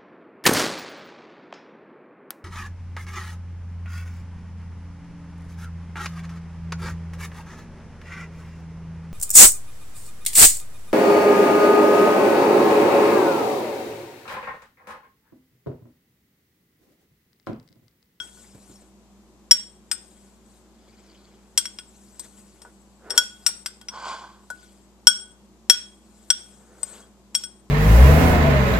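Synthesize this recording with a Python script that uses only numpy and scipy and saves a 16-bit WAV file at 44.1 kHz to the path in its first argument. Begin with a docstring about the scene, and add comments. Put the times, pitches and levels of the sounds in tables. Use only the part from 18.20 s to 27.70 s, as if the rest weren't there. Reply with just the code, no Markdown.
"""A steel fork clinks in a hand-held glass bowl and scrapes a moist food mix out onto tortillas.
First come a faint clink, wet strokes made of tiny pops and soft noise thuds of landing lumps; then scattered
clinks: noise clatter, a wall knock and ringing glass modes. Light pushes and rasps of coloured clicks follow.
Near 5 s the clinks crowd together, then jerky clicks make one long scrape; hard clinks and strokes end it.
Throughout, a small kitchen carries the ring on over faint hum, air and hiss; the input limits the peaks."""
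import sys
import numpy as np
from scipy import signal
from scipy.fft import rfft, irfft
from scipy.io import wavfile
from scipy.ndimage import uniform_filter1d

SR = 44100
rng = np.random.default_rng(int(sys.argv[2]) if len(sys.argv) > 2 else 0)


def to_wav(s):
    """Save 16-bit WAV."""
    ch = np.atleast_2d(s).T  # columns
    pcm = np.round(np.clip(ch, -1, 1) * 32767)  # PCM
    wavfile.write(sys.argv[1], SR, pcm.astype(np.int16))


N = 418950
TIME = np.arange(N) / SR  # [s]

# fork blows on the glass; where each lands sets how hard it drives the bowl's groups of modes:
# (time [s], clack [dB], tick [dB], knock [dB], first, second, third, fourth rim mode [dB],
#  how far the fork stays pressed [0-1], ring length as the grip allows [x], left over right [dB])
FORK_BLOWS = [(0.001, -41, -49, -59, -31.5, -23.5, -33, -55, 0.17, 1, 13),
              (1.311, -11.5, -8.5, -32, -33.5, -23, -0.5, -14.5, 0.1, 1, 3.6),
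              (1.714, -18, -19.5, -43, -32.5, -47, -29, -14.5, 0.9, 1.1, 9),
              (3.376, -15.5, -9, -36, -34.5, -20, -13.5, -11.5, 0.65, 1, 1.8),
              (3.455, -27.5, -29, -59, -48, -33.5, -24, -39, 0.18, 0.96, 5.4),
              (3.587, -29.5, -40.5, -60, -45.5, -39.5, -47, -34, 0.5, 0.88, 1.5),
              (3.995, -45, -28, -44.5, -74, -52, -55, -24.5, 1, .8, 1),
              (4.45, -64, -58, -39, -44, -74, -65, -56, 0.046, .6, 4.4),
              (4.905, -26.5, -27, -36, -35.5, -34, -17.5, -23.5, 0.01, .9, 10.5),
              (4.977, -12, -6.5, -23.5, -14.5, -11, -5, -21, 0.073, .8, 4.3),
              (5.264, -17, -10.5, -31.5, -28, -31, -8, -11, 0.56, 1, 14),
              (5.46, -22.5, -23.5, -47, -37, -38, -26, -25.5, 0.9, 1, 4),
              (5.685, -29, -40, -52, -47, -40.5, -24, -37, 0.77, 1, 5.5),
              (6.302, -62, -32, -34, -25.5, -51, -62, -39, .05, .75, 7.3),
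              (6.87, -14, -4, -25.5, -12.5, -7, 2, -2.5, 0.15, .85, 5.4),
              (7.498, -8, -5.5, -22.5, -23.5, -8.5, 1, -12.5, 0.23, .9, 8.3),
              (8.103, -16.5, -16.5, -33, -21.5, -14, -4.5, -9.5, 0.48, .7, 7),
              (8.631, -36.5, -30, -38.5, -55, -53, -58, -10.5, 0.1, .3, 4),
              (9.15, -24.5, -15, -39.5, -39, -21.5, -12, -12.5, 0.11, .8, 4.5),
              (9.237, -35.5, -32, -67, -43.5, -36, -27, -27, 0.19, 1, 5)]
# light touches of the tines: (time [s], ring [dB], pitch driven hardest [Hz], clack [dB])
LIGHT_TOUCHES = [(0.171, -55, 1474, -62), (0.556, -49, 5600, -60), (1.397, -41, 3370, -45.5),
                 (2.864, -62, 5670, -59.5), (4.418, -41, 8200, -42.5), (4.899, -34, 8200, -41),
                 (5.29, -46, 7000, -33.5), (5.613, -40, 2330, -43.5), (6.429, -50, 1474, -72),
                 (7.541, -35, 1474, -67), (8.824, -53.5, 3300, -68), (9.146, -24, 8000, -35.5)]
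TOUCH_FALL_DB = 20  # per octave away from the pitch driven hardest
# ways the bowl rings, in five groups: four rim modes and the upper ones. The lowest two have a faint
# twin that the hand hardly damps: (pitch [Hz], level [dB], time to fall 60 dB before grip and bend [s])
BOWL_MODES = [
    [(1474, 0, .14), (966, -20, .07), (1477, -26, .4)],
    [(3290, 0, .11), (3335, -13, .09), (3278, -28, .38)],
    [(5527, 0, .07), (5380, -22, .05)],
    [(8135, 0, .11)],
    [(8935, -4, .07), (10065, -9, .08), (10900, -6, .06), (11030, -8, .07), (11240, -6, .07),
     (13120, -10, .07)],
]
# a fork that stays pressed damps the modes, mostly below REACH_HZ, and makes their pitch jitter
PRESS_DAMPING, PRESS_JITTER_HZ, REACH_HZ = 0.81, 85, 7000
# the pressed tines buzz in one broad resonance and pull the bowl's nearby modes sharp
FORK_HZ, FORK_Q, FORK_PULL_HZ = 5200, 7, 160
# tone of the fork's clack on the glass: (pitch [Hz], level [dB])
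CLACK_COLOUR = [(250, -26.5), (500, -15), (1100, -3), (1600, 3), (2100, 4), (2900, 2), (3700, 2),
                (4300, -6), (5200, 12), (6200, -14), (9000, -34.5)]
# tone of the sharper tick: (pitch [Hz], level [dB])
TICK_COLOUR = [(2000, -43.5), (4000, -11), (5200, -7), (6500, -9.5), (7500, 0), (8600, -3), (9500, -16),
               (11300, -14.5), (13800, -17.5), (15000, -37.5)]
# low modes of the bowl in the hand: (pitch [Hz], level [dB], time to fall 60 dB [s])
LOW_BOWL_MODES = [(814, -9, 0.046), (964, -2.5, 0.039)]
# dull response of the hand-held wall to knocks: (pitch [Hz], level [dB])
WALL_COLOUR = [(80, -26), (560, 1.5), (1700, -7.5), (2150, -25.5), (8000, -48)]
# fork dragged over the glass: (time [s], level [dB], brightness [dB])
SCRAPE_PATH = [(5.69, -63, -17), (5.74, -39, 2), (5.82, -39, 4.5), (5.885, -33, 7.5), (5.935, -37.5, 8),
               (5.98, -42, 6.5), (6.05, -45.5, 4), (6.14, -57, 6.5), (6.25, -65, -2)]
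# tone of the scraped wall: (pitch [Hz], level [dB])
SCRAPE_BODY_COLOUR = [(150, -28), (450, -13.5), (800, -5.5), (1050, -0.5), (1330, -11), (1520, -3),
                      (1850, -29), (9000, -62)]
# tone of the fine scraping edge: (pitch [Hz], level [dB])
SCRAPE_EDGE_COLOUR = [(1200, -30), (2000, -1.5), (2340, 0.5), (2650, -6.5), (3300, 4), (3700, -5.5),
                      (4700, 1.5), (5800, -9), (7400, -1), (10000, -22), (15000, -48.5)]
# food pushed along the wall: (middle [s], length [s], level [dB])
FOOD_PUSHES = [(2.95, 0.99, -64.5), (4.47, 0.057, -55.5), (4.94, 0.14, -41), (8.62, 0.4, -55.5),
               (8.77, 0.16, -54)]
# tone of food rubbing on the wall: (pitch [Hz], level [dB])
PUSH_COLOUR = [(150, -20.5), (450, 0.5), (620, -6.5), (1150, -10), (1500, -8), (2400, -25.5), (8000, -47)]
# light drags of the tines along the wall: (middle [s], length [s], level [dB])
LIGHT_RASPS = [(2.9, 0.51, -60), (6.44, .2, -61), (8.74, 0.13, -57)]
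# strokes of the tines through the moist food: (middle [s], length [s], level [dB])
FOOD_STROKES = [(.02, .12, -45.5), (.21, 0.2, -49.5), (.48, 0.28, -53.5), (1.95, 0.39, -57.5),
                (2.34, 0.14, -59.5), (4.0, 1.0, -56), (4.05, 0.038, -45), (4.19, 0.04, -50),
                (4.967, .025, -37.5), (5.25, .5, -55), (6.42, 0.35, -58), (8.2, .6, -56),
                (8.715, 0.19, -46.5), (9.22, .04, -43.5)]
STROKE_EDGE_DB = 6  # a stroke swells and fades; half a length from its middle it is this much down
# tone of the wet pops: (pitch [Hz], level [dB])
SQUELCH_COLOUR = [(500, -7), (2200, -8.5), (6000, -5), (8000, 8.5), (9500, -3), (14000, -14.5),
                  (15000, -32)]
# lumps landing on the tortilla: (time [s], level [dB])
LUMP_LANDINGS = [(0.346, -40.5), (0.378, -49), (0.495, -43.5), (0.515, -46), (0.618, -47)]
# tone of the soft thuds: (pitch [Hz], level [dB])
THUD_COLOUR = [(50, -12), (110, 6), (330, 1.5), (520, -5), (900, -18), (3000, -28)]
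# how long the kitchen rings: (pitch [Hz], time to fall 60 dB [s])
ROOM_T60 = [(200, 0.16), (1500, 0.42), (3300, 0.4), (5500, 0.3), (8000, 0.43), (14000, 0.14)]
# mains and fan motor hum: (pitch [Hz], rms level [dB])
HUM_TONES = [(58.6, -60.5), (117.6, -74.5), (199.2, -61)]
# drone of the fan: (pitch [Hz], half-width [Hz], level [dB])
FAN_DRONE = [(199.3, 6, -67), (221.4, 5, -65.5), (325, 14, -68.5), (374, 13, -69)]
# tone of the air: (pitch [Hz], level [dB])
AIR_COLOUR = [(20, -16.5), (90, -5.5), (150, 1.5), (300, 1.5), (1060, -6), (1600, -16.5), (8000, -50)]
# the air is most alike at both microphones from about 150 to 950 Hz, less below, hardly above:
# (pitch [Hz], likeness [0-1])
AIR_LIKENESS = [(60, 0.5), (150, 1), (950, 0.93), (2400, 0.05)]
# tone of each microphone's own hiss: (pitch [Hz], level [dB])
HISS_COLOUR = [(300, 12), (1100, 3.5), (5500, 3.5), (7500, 6), (9500, -2.5), (14000, -6), (14800, -30)]
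# tone of the nearby sounds and room at the right microphone: (pitch [Hz], level [dB])
RIGHT_SHADE = [(200, 0.5), (5500, 3.5), (6800, -3.5), (8100, -11.5), (10000, -19), (11500, -6.5),
               (14000, -10)]
EDGE_HZ = 15000  # upper band limit


def clinks(clack_t60=0.032, tick_t60=0.049, chatter_db=-16, chatter_t60=0.072, buzz_db=-5, buzz_t60=.06,
           upper_db=-9):
    """Each blow gives a short clatter of the fork, a dull knock of the wall and a ring of the bowl."""
    out = np.zeros((2, N))
    t = np.arange(SR // 6) / SR
    clack = unit(colour(rng.standard_normal(2 * SR), CLACK_COLOUR))
    tick = unit(colour(rng.standard_normal(2 * SR), TICK_COLOUR))
    fork_peak = signal.iirpeak(FORK_HZ, FORK_Q, fs=SR)
    buzz = unit(signal.lfilter(*fork_peak, colour(rng.standard_normal(2 * SR), CLACK_COLOUR)))
    chatter = amp(chatter_db - 60 * t / chatter_t60)  # the tines go on buzzing against the glass
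    clack_fall = np.hypot(amp(-60 * t / clack_t60), chatter)
    tick_fall = np.hypot(amp(-60 * t / tick_t60), chatter)
    blows = list(FORK_BLOWS) + [touch(*row) for row in LIGHT_TOUCHES]
    for s, clack_db, tick_db, knock_db, *rim_db, pressed, life, pan_db in blows:
        span = rng.integers(SR) + np.arange(len(t))  # a fresh stretch of noise
        contact = amp(clack_db) * clack_fall * clack[span]
        contact += amp(tick_db) * tick_fall * tick[span]
        contact += pressed * amp(clack_db + buzz_db - 60 * t / buzz_t60) * buzz[span]
        contact *= np.minimum(t / 0.0001, 1)
        add(out, s, place(contact, right_db=8.0))
        add(out, s, place(amp(knock_db) * wall_knock(t), right_db=4.5))
        group_db = rim_db + [tick_db + upper_db]  # a sharper tick drives the upper modes harder
        add(out, s, bowl_ring(group_db, pressed, life) * amp([[0], [-pan_db]]))
    return out


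def touch(s, ring_db, centre_hz, clack_db, knock_db=-6):
    """A light touch is a free clink that drives mainly the modes near one pitch."""
    rim_hz = np.array([group[0][0] for group in BOWL_MODES[:4]])
    rim_db = ring_db - TOUCH_FALL_DB * abs(np.log2(rim_hz / centre_hz))
    return (s, clack_db, clack_db, clack_db + knock_db, *rim_db, 0, 1, 5)


def bowl_ring(group_db, pressed, life, bend=1.327, detune=0.0018, apart_rad=.7, contact_s=0.00015, size=200):
    """The glass modes after one touch, at two microphones; each holds briefly, then falls faster."""
    t = np.arange(SR // 2) / SR
    modes = [(f, db + drive, ring_s) for group, drive in zip(BOWL_MODES, group_db) for f, db, ring_s in group]
    hz, db, t60 = np.array(modes).T[:, :, None]
    held = pressed / (1 + (hz / REACH_HZ) ** 4)
    jitter = unit(uniform_filter1d(rng.standard_normal((len(hz), len(t))), size, axis=1))
    # the grip and the load of food shift each mode a little from blow to blow
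    pitch = hz * (1 + detune * rng.uniform(-1.4, 1, hz.shape))
    pitch = pitch + PRESS_JITTER_HZ * held * jitter
    pitch += pressed * FORK_PULL_HZ / (1 + (FORK_Q * (hz / FORK_HZ - 1)) ** 2)
    age = t * (1 + PRESS_DAMPING * held) / (t60 * max(life, .1))  # 1 when the mode is 60 dB down
    decay = amp(db - 60 * age ** bend) * (1 - np.exp(-t / contact_s))
    # the rim radiates in lobes, so each mode arrives with its own phase at each microphone
    lobes = apart_rad * rng.uniform(-0.4, 1, (2, len(hz), 1))
    phase = 2 * np.pi * np.cumsum(pitch, axis=1) / SR
    return (decay * np.sin(phase + lobes)).sum(1)


def wall_knock(t, thud_db=-4, thud_t60=0.049, ring_db=-1):
    """A dull thud and the short low modes of the bowl in the hand."""
    thud = unit(colour(rng.standard_normal(len(t)), WALL_COLOUR)) * amp(thud_db - 60 * t / thud_t60)
    ring = sum(amp(ring_db + db - 60 * t / t60) * np.sin(2 * np.pi * hz * t) for hz, db, t60 in LOW_BOWL_MODES)
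    return thud + ring


def scraping(slip_share=0.65, wall_hz=1050, wall_q=12, wall_share=1.03, body_db=0.0, edge_db=-11.5,
             push_db=-1.5):
    """The tines stick and slip, uneven jerks over a fine dense rub; pushed food rubs the wall softly."""
    jerks = grains(per_s=210, spread_db=1.0)
    rub = unit(grains(per_s=5100, spread_db=5.5) + slip_share * jerks)
    s, _, bright_db = np.transpose(SCRAPE_PATH)
    wall = colour(rub, SCRAPE_BODY_COLOUR)
    # the jerks keep one low resonance of the wall ringing
    wall_ring = signal.lfilter(*signal.iirpeak(wall_hz, max(wall_q, 1), fs=SR), wall)
    body = amp(body_db) * unit(wall + wall_share * wall_ring)
    fine = patchy(colour(grains(per_s=5900, spread_db=-5.5), SCRAPE_EDGE_COLOUR), depth_db=1.0)
    edge = amp(edge_db + np.interp(TIME, s, bright_db)) * fine
    food_rub = patchy(colour(grains(per_s=1800, spread_db=1.5), PUSH_COLOUR), depth_db=0.5)
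    push = amp(push_db) * strokes(FOOD_PUSHES) * food_rub
    drag = level(SCRAPE_PATH)
    return place(drag * body + push, right_db=0.0) + place(drag * edge, right_db=6.5)


def rasping():
    """The tines draw lightly along the wall, a fine grain coloured by the fork's resonances."""
    grain = patchy(colour(grains(per_s=1500, spread_db=-2.5), SCRAPE_EDGE_COLOUR), depth_db=4.5)
    return place(strokes(LIGHT_RASPS) * grain, right_db=7.0)


def food(squelch_db=1, glass_db=-19, thud_t60=0.095):
    """Tiny wet pops as the mix is moved, light touches that set the glass singing, soft thuds of lumps."""
    pops = patchy(colour(grains(per_s=15000, spread_db=1.74), SQUELCH_COLOUR), depth_db=4.0)
    ring = bowl_ring(-2 * np.arange(len(BOWL_MODES)), 0, 1)[0]
    singing = signal.oaconvolve(grains(per_s=180, spread_db=4.5), ring)[:N]
    moved = amp(squelch_db) * strokes(FOOD_STROKES) * (pops + amp(glass_db) * unit(singing))
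    landing = np.zeros(N)
    t = np.arange(SR // 5) / SR
    for s, db in LUMP_LANDINGS:
        thud = unit(colour(rng.standard_normal(len(t)), THUD_COLOUR))
        add(landing, s, amp(db - 60 * t / thud_t60) * np.minimum(t / 0.00098, 1) * thud)
    return place(moved, right_db=4.0) + place(landing, right_db=-1.0)


def kitchen(x, rise_s=0.004, count=22):
    """Dense reflections of random sign, each band dying at its own speed."""
    signs = rng.choice([-1., 1.], (2, SR // 2))
    taps = signs * (rng.random((2, SR // 2)) < 2 / count)
    hz, t, z = signal.stft(taps, SR, nperseg=256)
    z = z * amp(-60 * t / read(ROOM_T60, hz)[:, None]) * (1 - np.exp(-t / rise_s))
    tail = signal.istft(z, SR, nperseg=256)[1]
    return signal.oaconvolve(x[None], tail / np.linalg.norm(tail[0]), axes=1)[:, :N]


def background(air_db=-61.0, hiss_db=-62, hum_lag_rad=0.66):
    """Steady hum, the narrow resonances of an appliance fan, a soft wash of air and microphone hiss."""
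    lag = np.array([[hum_lag_rad], [0]])  # the left channel trails
    hum = sum(amp(db) * np.sqrt(2) * np.sin(2 * np.pi * (hz * TIME + rng.random()) - lag)
              for hz, db in HUM_TONES)
    f = np.fft.rfftfreq(N, 1 / SR)
    peaks = sum(amp(db) * unit(1 / (1 + ((f - hz) / width) ** 2)) for hz, width, db in FAN_DRONE)
    spectrum = np.hypot(peaks, amp(air_db) * unit(amp(read(AIR_COLOUR, f))))
    a, b = rfft(rng.standard_normal((2, N)))
    same = np.clip(read(AIR_LIKENESS, f), 0, 1)
    both_sides = np.array([a, same * a + np.sqrt(1 - same ** 2) * b])
    air = irfft(both_sides * spectrum, N)
    hiss = np.array([unit(colour(rng.standard_normal(N), HISS_COLOUR)) for _ in range(2)])
    return hum + air + amp(hiss_db) * hiss * amp([[0], [-4]])


def grains(per_s, spread_db):
    """Random clicks of uneven size: a positive spread makes a few much larger, a negative one smaller."""
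    chance = rng.random(N)
    at = np.flatnonzero(chance < per_s / SR)
    sign = 1 - 2 * (at % 2)
    size = np.minimum(-np.log(chance[at] * SR / per_s), 4)
    clicks = np.zeros(N)
    clicks[at] = sign * amp(spread_db * size)
    return unit(clicks)


def patchy(x, depth_db, size=9):
    """Lets the colour wander in small patches of time and pitch."""
    z = signal.stft(x, nperseg=256)[2]
    patches = uniform_filter1d(rng.standard_normal(z.shape), size // 2, axis=0)
    patches = unit(uniform_filter1d(patches, size, axis=1))
    return unit(signal.istft(z * amp(depth_db * patches), nperseg=256)[1][:N])


def swell(middle, length, db):
    """Gain of one stroke, rising and falling smoothly."""
    fall_db = STROKE_EDGE_DB * (2 * (TIME - middle) / length) ** 2
    return amp(db - np.minimum(fall_db, 200))


def strokes(rows):
    """Gain curve of a series of strokes."""
    return np.sqrt(sum(swell(*row) ** 2 for row in rows))


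def level(rows):
    """Gain curve from rows that start with (time [s], level [dB]), silent outside them."""
    s, db = np.transpose(rows)[:2]
    return amp(np.interp(TIME, s, db)) * (TIME >= s[0]) * (TIME <= s[-1])


def colour(x, points, size=2048):
    """Filters a sound to the given spectrum without any sound ahead of its start."""
    log_gain = np.log(amp(read(points, abs(np.fft.fftfreq(size, 1 / SR)))))
    # the Hilbert transform gives the phase that lets the filter respond soonest
    taps = np.fft.ifft(np.exp(np.conj(signal.hilbert(log_gain)))).real[:size // 2]
    return signal.oaconvolve(x, taps)[:len(x)]


def read(points, hz):
    """Reads a table of values by pitch on a log-frequency axis."""
    f, value = np.transpose(points)
    return np.interp(np.log(hz + 1), np.log(f + 1), value)


def place(x, right_db):
    """Two channels, the right one weaker by right_db (stronger if negative)."""
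    return np.array([x, amp(-right_db) * x])


def add(mix, s, sound):
    """Mixes a sound in at time s."""
    part = mix[..., max(round(s * SR), 0):][..., :sound.shape[-1]]
    part += sound[..., :part.shape[-1]]


def amp(db):
    """Decibels to gain."""
    return np.exp(np.asarray(db) * (np.log(10) / 20))


def unit(x):
    """Scales to rms 1."""
    return x / np.sqrt(np.mean(x ** 2) + 1e-20)


def scene(room_db=-17, left_lag=3):
    """Bowl and food close to the microphones, the room behind."""
    near = clinks() + scraping() + food() + rasping()
    room = amp(room_db) * kitchen(near[0]) * amp([[0], [-2]])
    left, right = near + room
    # the sound reaches the left microphone a moment later (left_lag in samples)
    return np.array([np.roll(left, left_lag), colour(right, RIGHT_SHADE)]) + background()


def record(dry, ceiling=1.0, lopsided=0.13):
    """The input overloads smoothly, slightly sooner on the negative side; then the band limit."""
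    limit = ceiling * (1 + lopsided * np.sign(dry))
    clipped = dry / (1 + (dry / limit) ** 8) ** (1 / 8)
    lowpass = signal.firwin(255, EDGE_HZ, window=("kaiser", 8), fs=SR)
    return signal.oaconvolve(clipped, lowpass[None], "same")


dry = scene()
out = record(dry)
to_wav(out)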